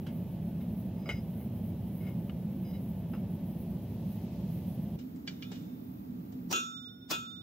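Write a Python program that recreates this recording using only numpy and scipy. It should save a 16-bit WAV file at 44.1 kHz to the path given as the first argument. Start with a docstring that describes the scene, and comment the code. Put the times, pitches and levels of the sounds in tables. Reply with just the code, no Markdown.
"""A gas forge roars and hisses close by while a flat steel bar scrapes, knocks and squeals in its mouth.
Then we stand at the anvil with the forge further off; the hot bar is laid down and struck twice.
Flame and scrape are coloured noise; bar and anvil are decaying modes, set off by catches and blows.
The anvil rings on, one high note wavering, and the phone's limiter ducks the workshop under each blow."""
import sys
import numpy as np
from scipy import signal
from scipy.fft import rfft, irfft
from scipy.io import wavfile
from scipy.ndimage import uniform_filter1d

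SR = 44100
rng = np.random.default_rng(int(sys.argv[2]) if len(sys.argv) > 2 else 0)


def bounce(signal):
    """Save signal as a 16-bit WAV file at the path given by the first command-line argument."""
    frames = np.transpose(np.atleast_2d(signal))
    limited = np.clip(frames, -1, 1)
    pcm = np.round(limited * 32767).astype(np.int16)
    wavfile.write(sys.argv[1], SR, pcm)


N = 327222
T = np.arange(N) / SR
FREQS = np.fft.rfftfreq(N, 1 / SR)

MOVE_S = 4.961  # the listener is at the forge before this time, at the anvil after it
# airy rush of the exhaust: it swells once as the arm leaves the mouth, then eases
RUSH_DB, RUSH_SWELL_DB, RUSH_PEAK_S, RUSH_WIDTH_S = -82, 14.5, 4.35, 0.69
ECHO_SPACING_HZ, ECHO_RIPPLE_DB = 14, 3  # reflections from floor and walls colour the flame
# in every push the pressure comes on, grows to the end of the stroke and lets go
PUSH_ATTACK_S, PUSH_GROWTH_DB, PUSH_RELEASE_S = 0.0031, 12.5, 0.018
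SLIDE_RASP_DB = -2  # rasp over ring in a slide
CATCHES_PER_S = 1200  # tiny stick-slip catches of rust on the lining
SQUEAL_WIDTH_HZ = 17  # unsteadiness of a squealing mode
SPREAD_DB, SPREAD_DB_PER_OCTAVE = -7.5, 4.5  # side minus mid of the bar's modes at 2 kHz, and its rise
KNOCK_RISE_S = 0.0076
TAP_CHATTER_S, TAP_T60_S = 0.0062, 0.14  # the bar buzzes on the face for a moment, then lies still
TAP_ROOM_DB, TAP_ROOM_T60_S = -13.5, 1
THUD_T60_S, PING_T60_S = 0.063, 0.08
SCATTER_PER_S = 25.5  # how fast the reflections of a ringing mode shift
NODE_DB = -40  # modes struck near a node hardly sound
BLOW_LEAD_IN_S, CRACK_T60_S, ROOM_FILL_S = 0.039, 0.14, 0.0041
THUMP_HZ, THUMP_T60_S = 367, 0.062  # the anvil jolts its stand
PARTIAL_SPACING_HZ, PARTIAL_SPREAD_DB = 21.96, 3  # the crowd of weak partials in clattering steel
CLATTER_T60_S = 0.27
CROWD_DB, CROWD_SPREAD_DB, CROWD_T60_S = -1.5, 4, 0.27  # weak ringing modes over the clatter's noise
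NOTE_HZ = 3591  # the anvil's wavering note
TOP_HZ = 15650  # where the phone cuts the treble

# modes of anvil, stand and hammer, plus the workshop floor's hum at 238 Hz that rings along with them:
# pitch_hz, relative level_db, t60_s, left_minus_right_db, side_minus_mid_db
ANVIL_MODES = [(238, -6, 1.9, -2, -12), (368, -6, .25, 0, -6), (1329, 9, .6, -1, 10),
               (1445, -13.5, 1.9, 4, 3), (1598, -14, .25, 0, -3), (2497, 1.5, .28, 7, -5),
               (2731, -1, .28, 6, -15), (2850, -7, .22, 4, -12), (3047, -3.5, .2, 7, 10),
               (3405, -3.5, .38, -7, -4), (3591, -2, 1.85, -9, 5), (3849, -14, .22, 0, 0),
               (4028, -7.5, .26, -7, 4), (4475, -16, .6, -4, -12), (5080, -13.5, .2, -5, -5),
               (5270, -15.5, .2, -3, -5), (5385, -16, 1.6, -7, 2), (5802, -6, .33, -6, -15),
               (6411, -9, .25, -4, -15), (6674, -3, .48, -5, -15), (7230, -19, .22, 0, -15),
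               (7535, -15, .65, 0, -15), (7578, -17, .5, 0, -15), (10640, -23, .55, 6, -15),
               (11590, -27, .3, 0, -15), (11960, -25, .3, 3, -15), (12690, -21, .5, 3, -15),
               (14050, -28, .25, 3, -15), (14650, -21, .3, 5, -15), (15250, -27, .25, 3, -15)]
# colour of the bar's clatter in the room: frequency_hz, relative level_db (per Hz)
CLATTER_COLOUR = [(60, -2), (350, 14), (700, -5), (1000, -10), (1400, 7), (2000, -11), (2700, 8),
                  (4200, -3), (4700, -5), (5100, -5.5), (6500, -0.5), (8500, -17), (12000, -16),
                  (15500, -11)]


def undb(db):
    """Decibels to gain."""
    return 10 ** (np.asarray(db) / 20)


def unit(x):
    """Scale to rms 1."""
    return x / np.sqrt(np.mean(x ** 2))


def pan(db):
    """Left and right gains for a level difference, left minus right."""
    return undb(np.array([[db], [-db]]) / 2)


def noise(points):
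    """Noise of rms 1 with a spectrum of (Hz, dB) points, falling away below the first and above the last."""
    hz, db = np.transpose(points)
    gain = undb(np.interp(np.log(FREQS + 1), np.log(hz), db))
    low_fall = np.minimum(FREQS / hz[0], 1) ** 2
    high_fall = np.minimum(hz[-1] / (FREQS + 1), 1) ** 10
    return unit(irfft(rfft(rng.standard_normal(N)) * gain * low_fall * high_fall, N))


def wide(points, side_db):
    """Stereo noise with a given side level over the middle."""
    middle = noise(points)
    side = undb(side_db) * noise(points) * np.array([[1], [-1]])
    return (middle + side) / np.sqrt(1 + undb(side_db) ** 2)


def walk(rate):
    """Smooth random wander of spread 1, up to about `rate` turns a second."""
    return unit(irfft(rfft(rng.standard_normal(N)) * np.exp(-(FREQS / rate) ** 2), N))


def ripple(x, spacing_hz, spread_db):
    """Gather a noise into close, randomly strong peaks and scale it to rms 1."""
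    peaks_db = spread_db * rng.standard_normal(3000)
    gain = undb(np.interp(FREQS, spacing_hz * np.arange(len(peaks_db)), peaks_db))
    return unit(irfft(rfft(x) * gain, N))


def resonate(peaks):
    """Turbulence ringing in steep-sided (Hz, width, dB) resonances."""
    response = 0
    for hz, width, db in peaks:
        resonance = 1j * FREQS * width / (hz ** 2 - FREQS ** 2 + 1j * FREQS * width)
        response = response + undb(db) * np.abs(resonance) ** 2
    return unit(irfft(rfft(rng.standard_normal(N)) * response, N))


def burst(start, rise, t60, hold=0):
    """Envelope that climbs 60 dB in `rise` up to its start, holds, then dies away."""
    before, after = (start - T) / rise, (T - start - hold) / t60
    return 1e-3 ** np.clip(np.maximum(before, after), 0, 20)


def place(sound, start):
    """Put a short sound at its time."""
    return np.pad(sound, ((0, 0), (int(start * SR), N)))[:, :N]


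def ring(modes, scatter, hold=0):
    """Up to a second of ringing, kept up for `hold` s; shifting reflections fade short modes raggedly."""
    longest = max(mode[2] for mode in modes)
    t, out = T[:int(SR * min(longest + hold, 1))], 0
    for hz, db, t60, pan_db, side_db in modes:
        steps_by_ear = rng.standard_normal((2, 64, 2))
        echoes = np.array([np.interp(t * SCATTER_PER_S, np.arange(64), steps @ [1, 1j])
                           for steps in steps_by_ear])
        # long waves pass the smith undisturbed
        depth = scatter * np.exp(-t60) * min(hz / 2500, 1) ** 2
        direct = np.exp(1j * np.arctan(undb(side_db)) * np.array([[1], [-1]]))
        paths = (direct + depth * echoes) / np.sqrt(1 + depth ** 2)
        decay = np.log(1000) * np.maximum(t - hold, 0) / t60
        tone = np.exp(2j * np.pi * (hz * t + rng.random()) - decay)
        out = out + undb(db) * pan(pan_db) * np.sqrt(2) * (paths * tone).imag
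    return out


def favour(modes, centre_hz, falloff_db):
    """The point of contact picks out the modes near one pitch; the others lose so many dB per octave."""
    return [(hz, db - falloff_db * abs(np.log2(hz / centre_hz)), *rest) for hz, db, *rest in modes]


def near_node(modes, node_hz, width_hz):
    """Mutes the modes that have a node at the point of contact."""
    return [(hz, db + NODE_DB * np.exp(-((hz - node_hz) / width_hz) ** 2), *rest)
            for hz, db, *rest in modes]


def forge_near():
    """The flame rumbles and booms in the chamber; the gas jet hisses and flutters; the exhaust rushes."""
    # flame at the forge mouth, shared by both ears and differing: frequency_hz, relative level_db (per Hz)
    roar = [(30, -20), (45, -49), (66, -1), (120, -2.5), (185, 4.5), (240, -5), (300, -14), (420, -18.5),
            (650, -18.5), (1000, -32.5), (1400, -43.5), (3000, -40.5), (4500, -51), (8000, -57.5)]
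    roar_side = [(40, 8), (70, -5), (180, 9), (300, -4), (450, -7), (700, -6.5), (1400, -18), (3000, -24),
                 (5000, -23), (8000, -31)]
    # resonances of the forge chamber: centre_hz, width_hz, relative level_db
    chamber = [(185, 57.5, 5), (355, 12, -18.5)]
    # gas jet at the nozzle, then exhaust rush: frequency_hz, relative level_db (per Hz)
    jet_colour = [(6000, -92), (8500, -7.5), (9900, -2.5), (10450, 6.5), (11000, -1), (12200, 3),
                  (13100, 12), (14200, 4), (15700, 10)]
    exhaust = [(2500, 6), (4500, 4), (6500, -0.5), (11000, -15)]
    boom = undb(-41.0 + 0.62 * walk(5.4)) * resonate(chamber)
    flame = undb(-38.0) * ripple(noise(roar), ECHO_SPACING_HZ, ECHO_RIPPLE_DB)
    around = undb(-59.0) * noise(roar_side) * np.array([[1], [-1]])
    flutter = undb(-65.5 + 2.2 * walk(9.8) + 0.83 * walk(43))
    hiss = ripple(wide(jet_colour, side_db=-14.5), spacing_hz=62.0, spread_db=2.0)
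    jet = flutter * hiss * pan(3.2)
    swell = np.exp(-((T - RUSH_PEAK_S) / RUSH_WIDTH_S) ** 2)
    rush = undb(RUSH_DB + RUSH_SWELL_DB * swell) * wide(exhaust, side_db=0.0)
    return (flame + boom + around) * pan(-0.82) + jet + rush * pan(0.44)


def bar_in_forge():
    """Short knocks and longer slides rasp on the lining and ring the bar; pressed hard, it squeals."""
    # bending modes of the bar lying in the forge: pitch_hz, relative level_db, t60_s, left_minus_right_db
    bar_modes = [(1090, -24, .08, 0), (1443, -9, .06, 0), (1800, -15, .025, 0), (1960, -11, .03, 0),
                 (2150, 5.5, .07, 0), (2260, -8, .04, 0), (2550, -14, .03, 0), (2870, -7, .04, 0),
                 (2980, -4, .05, 0), (3915, -17, .09, -2), (5000, -12, .12, -3), (5520, -27, .2, 0),
                 (6210, -19, .13, 0), (7550, -27, .12, 0), (8950, -30, .1, 0)]
    # rust grating on the forge lining: frequency_hz, relative level_db (per Hz)
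    rasp_colour = [(500, 11), (1000, 6.5), (1500, 9), (2200, -4.5), (3000, 3), (3600, -8.5), (6000, -24.5),
                   (9000, -39), (14000, -39)]
    # the bar knocks against the forge mouth: start_s, rasp_db, rasp_tilt_db (per octave), ring_db, chatter_s,
    # favoured_hz (by the contact), falloff_db (per octave from there)
    knocks = [(0.067, -51.5, 8, -64, 0.025, 2700, 12), (.606, -63.5, 5, -70, 0.033, 2200, 5),
              (1.058, -49, -6, -52.5, 0.036, 1450, -2), (1.091, -40, -1, -34.5, 0.022, 2660, 12),
              (2.296, -51, 2.5, -52.5, 0.0069, 3000, 30), (3.136, -44.5, -5, -60.5, 0.022, 6200, 7)]
    # the bar is pushed along the forge floor: start_s, length_s, ring_db, favoured_hz, falloff_db (per octave)
    slides = [(0.962, 0.22, -60.5, 5000, 12), (1.316, 0.1, -66, 2100, 19), (2, 0.094, -55, 2320, 2.5),
              (2.71, 0.04, -62.5, 1500, -1)]
    # the bar squeals on the lining: start_s, length_s, level_db, favoured_hz, falloff_db (per octave)
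    squeals = [(1.092, 0.024, -41.5, 2150, -3), (2.645, 0.07, -65.5, 4700, 20),
               (2.73, .035, -64.5, 4100, 37)]
    out, grit, t = 0, undb(1.2 * walk(110)), T[:SR // 4]

    def rasp(tilt_db):
        """Gritty noise, its colour tilted by so many dB per octave."""
        tilted = [(hz, db + tilt_db * np.log2(hz)) for hz, db in rasp_colour]
        return grit * ripple(wide(tilted, side_db=-9.5), spacing_hz=61.26, spread_db=6.5)

    for start, rasp_db, tilt_db, ring_db, chatter, centre_hz, falloff_db in knocks:
        modes = favour(bar_modes, centre_hz, falloff_db)
        out = out + place(bar_ring(modes, np.exp(-t / chatter), 2.2, ring_db), start)
        envelope = burst(start, rise=KNOCK_RISE_S, t60=np.log(1000) * chatter)
        out = out + undb(rasp_db) * envelope * rasp(tilt_db)
    scrape = rasp(0)
    for start, length, ring_db, centre_hz, falloff_db in slides:
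        pressure = push(t, length)
        modes = favour(bar_modes, centre_hz, falloff_db)
        out = out + place(bar_ring(modes, pressure, 0, ring_db), start)
        out = out + undb(ring_db + SLIDE_RASP_DB) * place(pressure[None], start) * scrape
    for start, length, level_db, centre_hz, falloff_db in squeals:
        modes = favour(bar_modes, centre_hz, falloff_db)
        out = out + undb(level_db) * place(squeal(modes, length), start)
    return out


def bar_ring(modes, pressure, impact, level_db):
    """An impact, then tiny catches that follow the pressure, ring the bar's bending modes."""
    caught = rng.random(len(pressure)) < CATCHES_PER_S / SR
    catches = rng.standard_normal(len(pressure)) * caught * pressure
    catches[0] += impact
    spread_modes = [(*mode, ear_spread_db(mode[0])) for mode in modes]
    clink = signal.fftconvolve(ring(spread_modes, scatter=0.4), catches[None], axes=1)
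    # level_db is the rms of the loudest 10 ms
    loudest = np.sqrt(uniform_filter1d(np.mean(clink ** 2, axis=0), size=441).max())
    return clink * undb(level_db) / loudest


def ear_spread_db(hz):
    """Side minus mid level of a mode of the bar: short waves reach the ears more out of step."""
    return SPREAD_DB + SPREAD_DB_PER_OCTAVE * np.log2(hz / 2000)


def push(t, length):
    """Pressure during one stroke: attack, growth, release."""
    growth = undb(PUSH_GROWTH_DB * np.minimum(t / length - 1, 0))
    release = np.exp(-np.maximum(t - length, 0) / PUSH_RELEASE_S)
    return np.minimum(t / PUSH_ATTACK_S, 1) * growth * release


def squeal(modes, length):
    """Steady stick-slip locks onto the bar's modes: they sing, a little unsteadily, until it lets go."""
    t, out = T[:SR // 4], 0
    for hz, db, t60, pan_db in modes:
        drift = np.cumsum(rng.standard_normal(len(t))) * np.sqrt(2 * np.pi * SQUEAL_WIDTH_HZ / SR)
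        ears = np.arctan(undb(ear_spread_db(hz))) * np.array([[1], [-1]])
        decay = np.exp(-np.log(1000) * np.maximum(t - length, 0) / t60)
        envelope = np.minimum(t / PUSH_ATTACK_S, 1) * decay
        tone = np.sin(2 * np.pi * hz * t + uniform_filter1d(drift, size=60) + ears)
        out = out + undb(db) * pan(pan_db) * envelope * tone
    return out / np.sqrt(sum(undb(mode[1]) ** 2 for mode in modes) / 2)


def forge_far():
    """The same flame across the workshop: weaker, more diffuse, with the room's boom."""
    # flame from afar, shared by both ears and differing: frequency_hz, relative level_db (per Hz)
    far_roar = [(30, -44), (65, -10.5), (120, -4), (230, 3), (300, -5), (400, -16), (600, -25.5),
                (1000, -33.5), (1500, -38.5), (5000, -47.5), (8000, -50.5)]
    far_side = [(40, -42), (100, -15), (230, 1), (350, -1), (450, -11.5), (700, -11), (1100, -17.5),
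                (2000, -28.5), (5000, -33.5), (8000, -44)]
    # resonances of chamber and workshop together: centre_hz, width_hz, relative level_db
    workshop = [(174, 26, -0.3), (254.6, 24, -0.72)]
    # gas jet from afar: frequency_hz, relative level_db (per Hz)
    far_jet = [(7000, -27), (10000, -2.5), (12800, 4.5), (14500, 13.5), (15700, 8.5)]
    boom = undb(-47.5 + 0.5 * walk(2.7)) * resonate(workshop)
    flame = undb(-44.5) * ripple(noise(far_roar), ECHO_SPACING_HZ, ECHO_RIPPLE_DB)
    around = undb(-54.5) * noise(far_side) * np.array([[1], [-1]])
    flutter = undb(walk(4.1))
    jet = undb(-67.5) * flutter * wide(far_jet, side_db=-22) * pan(0.93)
    return (flame + boom + around) * pan(-2.2) + jet


def bar_on_anvil():
    """Each touch of the bar clacks, thuds and clinks; the anvil answers faintly."""
    # modes of the hot bar, damped by the anvil's face: pitch_hz, relative level_db, t60_s, left_minus_right_db
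    hot_bar = [(1540, -8, .04, 0), (1670, -4, .04, 0), (1900, -4, .04, 0), (2060, 0, .04, 0),
               (2355, 0, .09, 0), (2830, -3, .04, 0), (2930, -5, .07, 0), (3070, 0, .06, 0),
               (3380, 3, .07, -3), (3940, -5, .06, -3), (4130, -9, .05, -3), (4330, -7, .04, -3),
               (4505, 1, .06, -3), (5130, -7, .05, -3), (5815, -11, .11, -3), (6430, -14, .06, -3),
               (7200, -14, .05, 0)]
    # bar set down on the anvil: start_s, clack_db, thud_db, clink_db, anvil_ring_db,
    # favoured_hz (by the contact), falloff_db (per octave from there)
    taps = [(4.99, -60, -53.5, -72, -89, 3000, 0), (5.161, -82, -58.5, -85, -93, 3000, 0),
            (5.276, -48.5, -51.5, -38.5, -66.5, 3000, -6), (5.424, -58, -68, -45, -57, 2970, 8),
            (5.518, -55, -45.5, -73, -66.5, 3000, -4), (5.556, -68, -68, -62, -73, 2900, 33),
            (6.324, -71, -57, -82, -86, 3000, 0)]
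    # clack and thud of the bar: frequency_hz, relative level_db (per Hz)
    clack_colour = [(800, -31), (1400, -5), (1850, -4), (2150, -4), (2380, -4), (2650, -7), (2950, 2),
                    (3400, -8), (3750, 0), (4300, -7.5), (5200, -6), (7500, -15), (10000, -60),
                    (15000, -38)]
    thud_colour = [(100, 1), (600, 0), (1200, -19), (4000, -21), (7500, -18), (12000, -45)]
    clack = ripple(wide(clack_colour, side_db=1.5), PARTIAL_SPACING_HZ, PARTIAL_SPREAD_DB)
    thud, out = wide(thud_colour, side_db=-3.0), 0
    anvil_modes = favour(ANVIL_MODES, centre_hz=2900, falloff_db=12)
    anvil = ring(near_node(anvil_modes, node_hz=2770, width_hz=120), scatter=0.56)
    chatter = np.exp(-T[:SR // 10] / TAP_CHATTER_S)
    for start, clack_db, thud_db, clink_db, anvil_db, centre_hz, falloff_db in taps:
        room = undb(TAP_ROOM_DB) * burst(start, rise=0.006, t60=TAP_ROOM_T60_S)
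        buzz = burst(start, rise=0.025, t60=TAP_T60_S, hold=TAP_CHATTER_S)
        out = out + undb(clack_db) * clack * (buzz + room)
        out = out + undb(thud_db) * thud * (burst(start, rise=0.01, t60=THUD_T60_S) + room)
        clink = bar_ring(favour(hot_bar, centre_hz, falloff_db), chatter, 1.5, clink_db)
        out = out + place(clink, start) + undb(anvil_db) * place(anvil, start)
    return out * pan(-0.36)


def hammering():
    """Each blow crushes the scale: crack, ping, thump; the bar slaps and its clatter keeps the anvil ringing."""
    # hammer blows: start_s, crack_db, ring_db, clatter_db, clatter_s (that the bar keeps clattering),
    # node_hz (modes with a node under the hammer), node_width_hz, ping_hz (of the contact), ping_db, thump_db
    blows = [(6.515, -34, -32.5, -32.5, 0.038, 4850, 260, 5770, -39, -38),
             (7.11, -23.5, -38, -34.5, 0.022, 5986, 422, 5080, -31, -55)]
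    # the bar slaps flat on the anvil just after each contact: start_s, level_db
    slaps = [(6.527, -22), (7.1135, -23)]
    # colour of the crack and the slap: frequency_hz, relative level_db (per Hz)
    crack_colour = [(40, -1), (150, 7), (400, 4), (900, 6), (1800, -1), (3500, -1.5), (5300, 1.5),
                    (6500, 1), (8500, -11), (12000, -13), (15500, -1)]
    crack = ripple(wide(crack_colour, side_db=-4), spacing_hz=70, spread_db=4)
    clatter = ripple(wide(CLATTER_COLOUR, side_db=-12.0), PARTIAL_SPACING_HZ, PARTIAL_SPREAD_DB)
    clatter = clatter * pan(-0.94) * undb(2.6 * walk(130))
    slap, partials = wide(crack_colour, side_db=2), crowd(count=70)
    out, ringing = 0, 0
    for blow, (slap_s, slap_db) in zip(blows, slaps):
        start, crack_db, ring_db, clatter_db, clatter_s = blow[:5]
        node_hz, node_width_hz, ping_hz, ping_db, thump_db = blow[5:]
        out = out + undb(crack_db) * burst(start, rise=BLOW_LEAD_IN_S, t60=CRACK_T60_S) * crack
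        ping = np.sin(2 * np.pi * ping_hz * T)
        out = out + undb(ping_db) * burst(start, rise=BLOW_LEAD_IN_S, t60=PING_T60_S) * ping
        thump = np.sin(2 * np.pi * THUMP_HZ * (T - start)) * pan(10.0)
        out = out + undb(thump_db) * burst(start, rise=BLOW_LEAD_IN_S, t60=THUMP_T60_S) * thump
        out = out + undb(slap_db) * burst(slap_s, rise=0.01, t60=0.035) * slap
        fill = 1 - np.exp(-np.maximum(T - slap_s, 0) / ROOM_FILL_S)  # reflections build up
        clatter_envelope = fill * burst(slap_s, rise=0.02, t60=CLATTER_T60_S, hold=clatter_s)
        out = out + undb(clatter_db) * clatter_envelope * clatter
        weak_modes = ring(partials, scatter=0.8, hold=clatter_s)
        out = out + undb(clatter_db + CROWD_DB) * place(weak_modes, slap_s)
        anvil = ring(near_node(ANVIL_MODES, node_hz, node_width_hz), scatter=0.7, hold=clatter_s)
        ringing = ringing + undb(ring_db) * fill * place(anvil, slap_s)
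    return out + waver_note(ringing)


def crowd(count):
    """Weak modes of bar and hammer, scattered over the clatter's colour, at a joint level of 0 dB."""
    chance = rng.standard_normal((count, 4))
    hz = np.linspace(600, TOP_HZ - 200, count) + 50 * chance[:, 0]
    db = np.interp(hz, *np.transpose(CLATTER_COLOUR)) + CROWD_SPREAD_DB * chance[:, 1]
    db = db - 10 * np.log10(np.sum(undb(db) ** 2))
    pan_db, side_db = 4 * chance[:, 2], 6 * chance[:, 3] - 4
    return list(zip(hz, db, np.full(count, CROWD_T60_S), pan_db, side_db))


def waver_note(ringing):
    """One long high note of the anvil swells and dips as it fades."""
    # change in the note's level: time_s, level_db
    note_waver = [(6.57, 0), (6.72, -4.5), (6.77, 2.5), (6.83, -2), (6.87, 5), (7.0, -13), (7.03, 0.5),
                  (7.06, -8), (7.15, 2), (7.22, -3), (7.29, 3.5)]
    note = irfft(rfft(ringing) * np.exp(-((FREQS - NOTE_HZ) / 80) ** 4), N)
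    return ringing + note * (undb(np.interp(T, *np.transpose(note_waver))) - 1)


def scene():
    """First at the forge, then at the anvil."""
    at_anvil = np.clip((T - MOVE_S) / 0.0049, 0, 1)
    forge = (1 - at_anvil) * (forge_near() + bar_in_forge()) + at_anvil * forge_far()
    return forge + bar_on_anvil() + hammering()


def limiter(x, ceiling_db, release_db_per_s):
    """Turns down at once when the short-time power passes the ceiling and comes back slowly."""
    power = uniform_filter1d(np.mean(x ** 2, axis=0), size=400)
    over = np.maximum(10 * np.log10(np.abs(power) + 1e-12) - ceiling_db, 0)
    recovery = release_db_per_s * T
    return x * undb(recovery - np.maximum.accumulate(over + recovery))


def record(dry):
    """The phone limits the blows and cuts the top."""
    held = limiter(dry, ceiling_db=-29, release_db_per_s=3)
    top_cut = signal.ellip(10, 0.2, 80, TOP_HZ, fs=SR, output="sos")
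    return signal.sosfilt(top_cut, held)


dry = scene()
out = record(dry)
bounce(out)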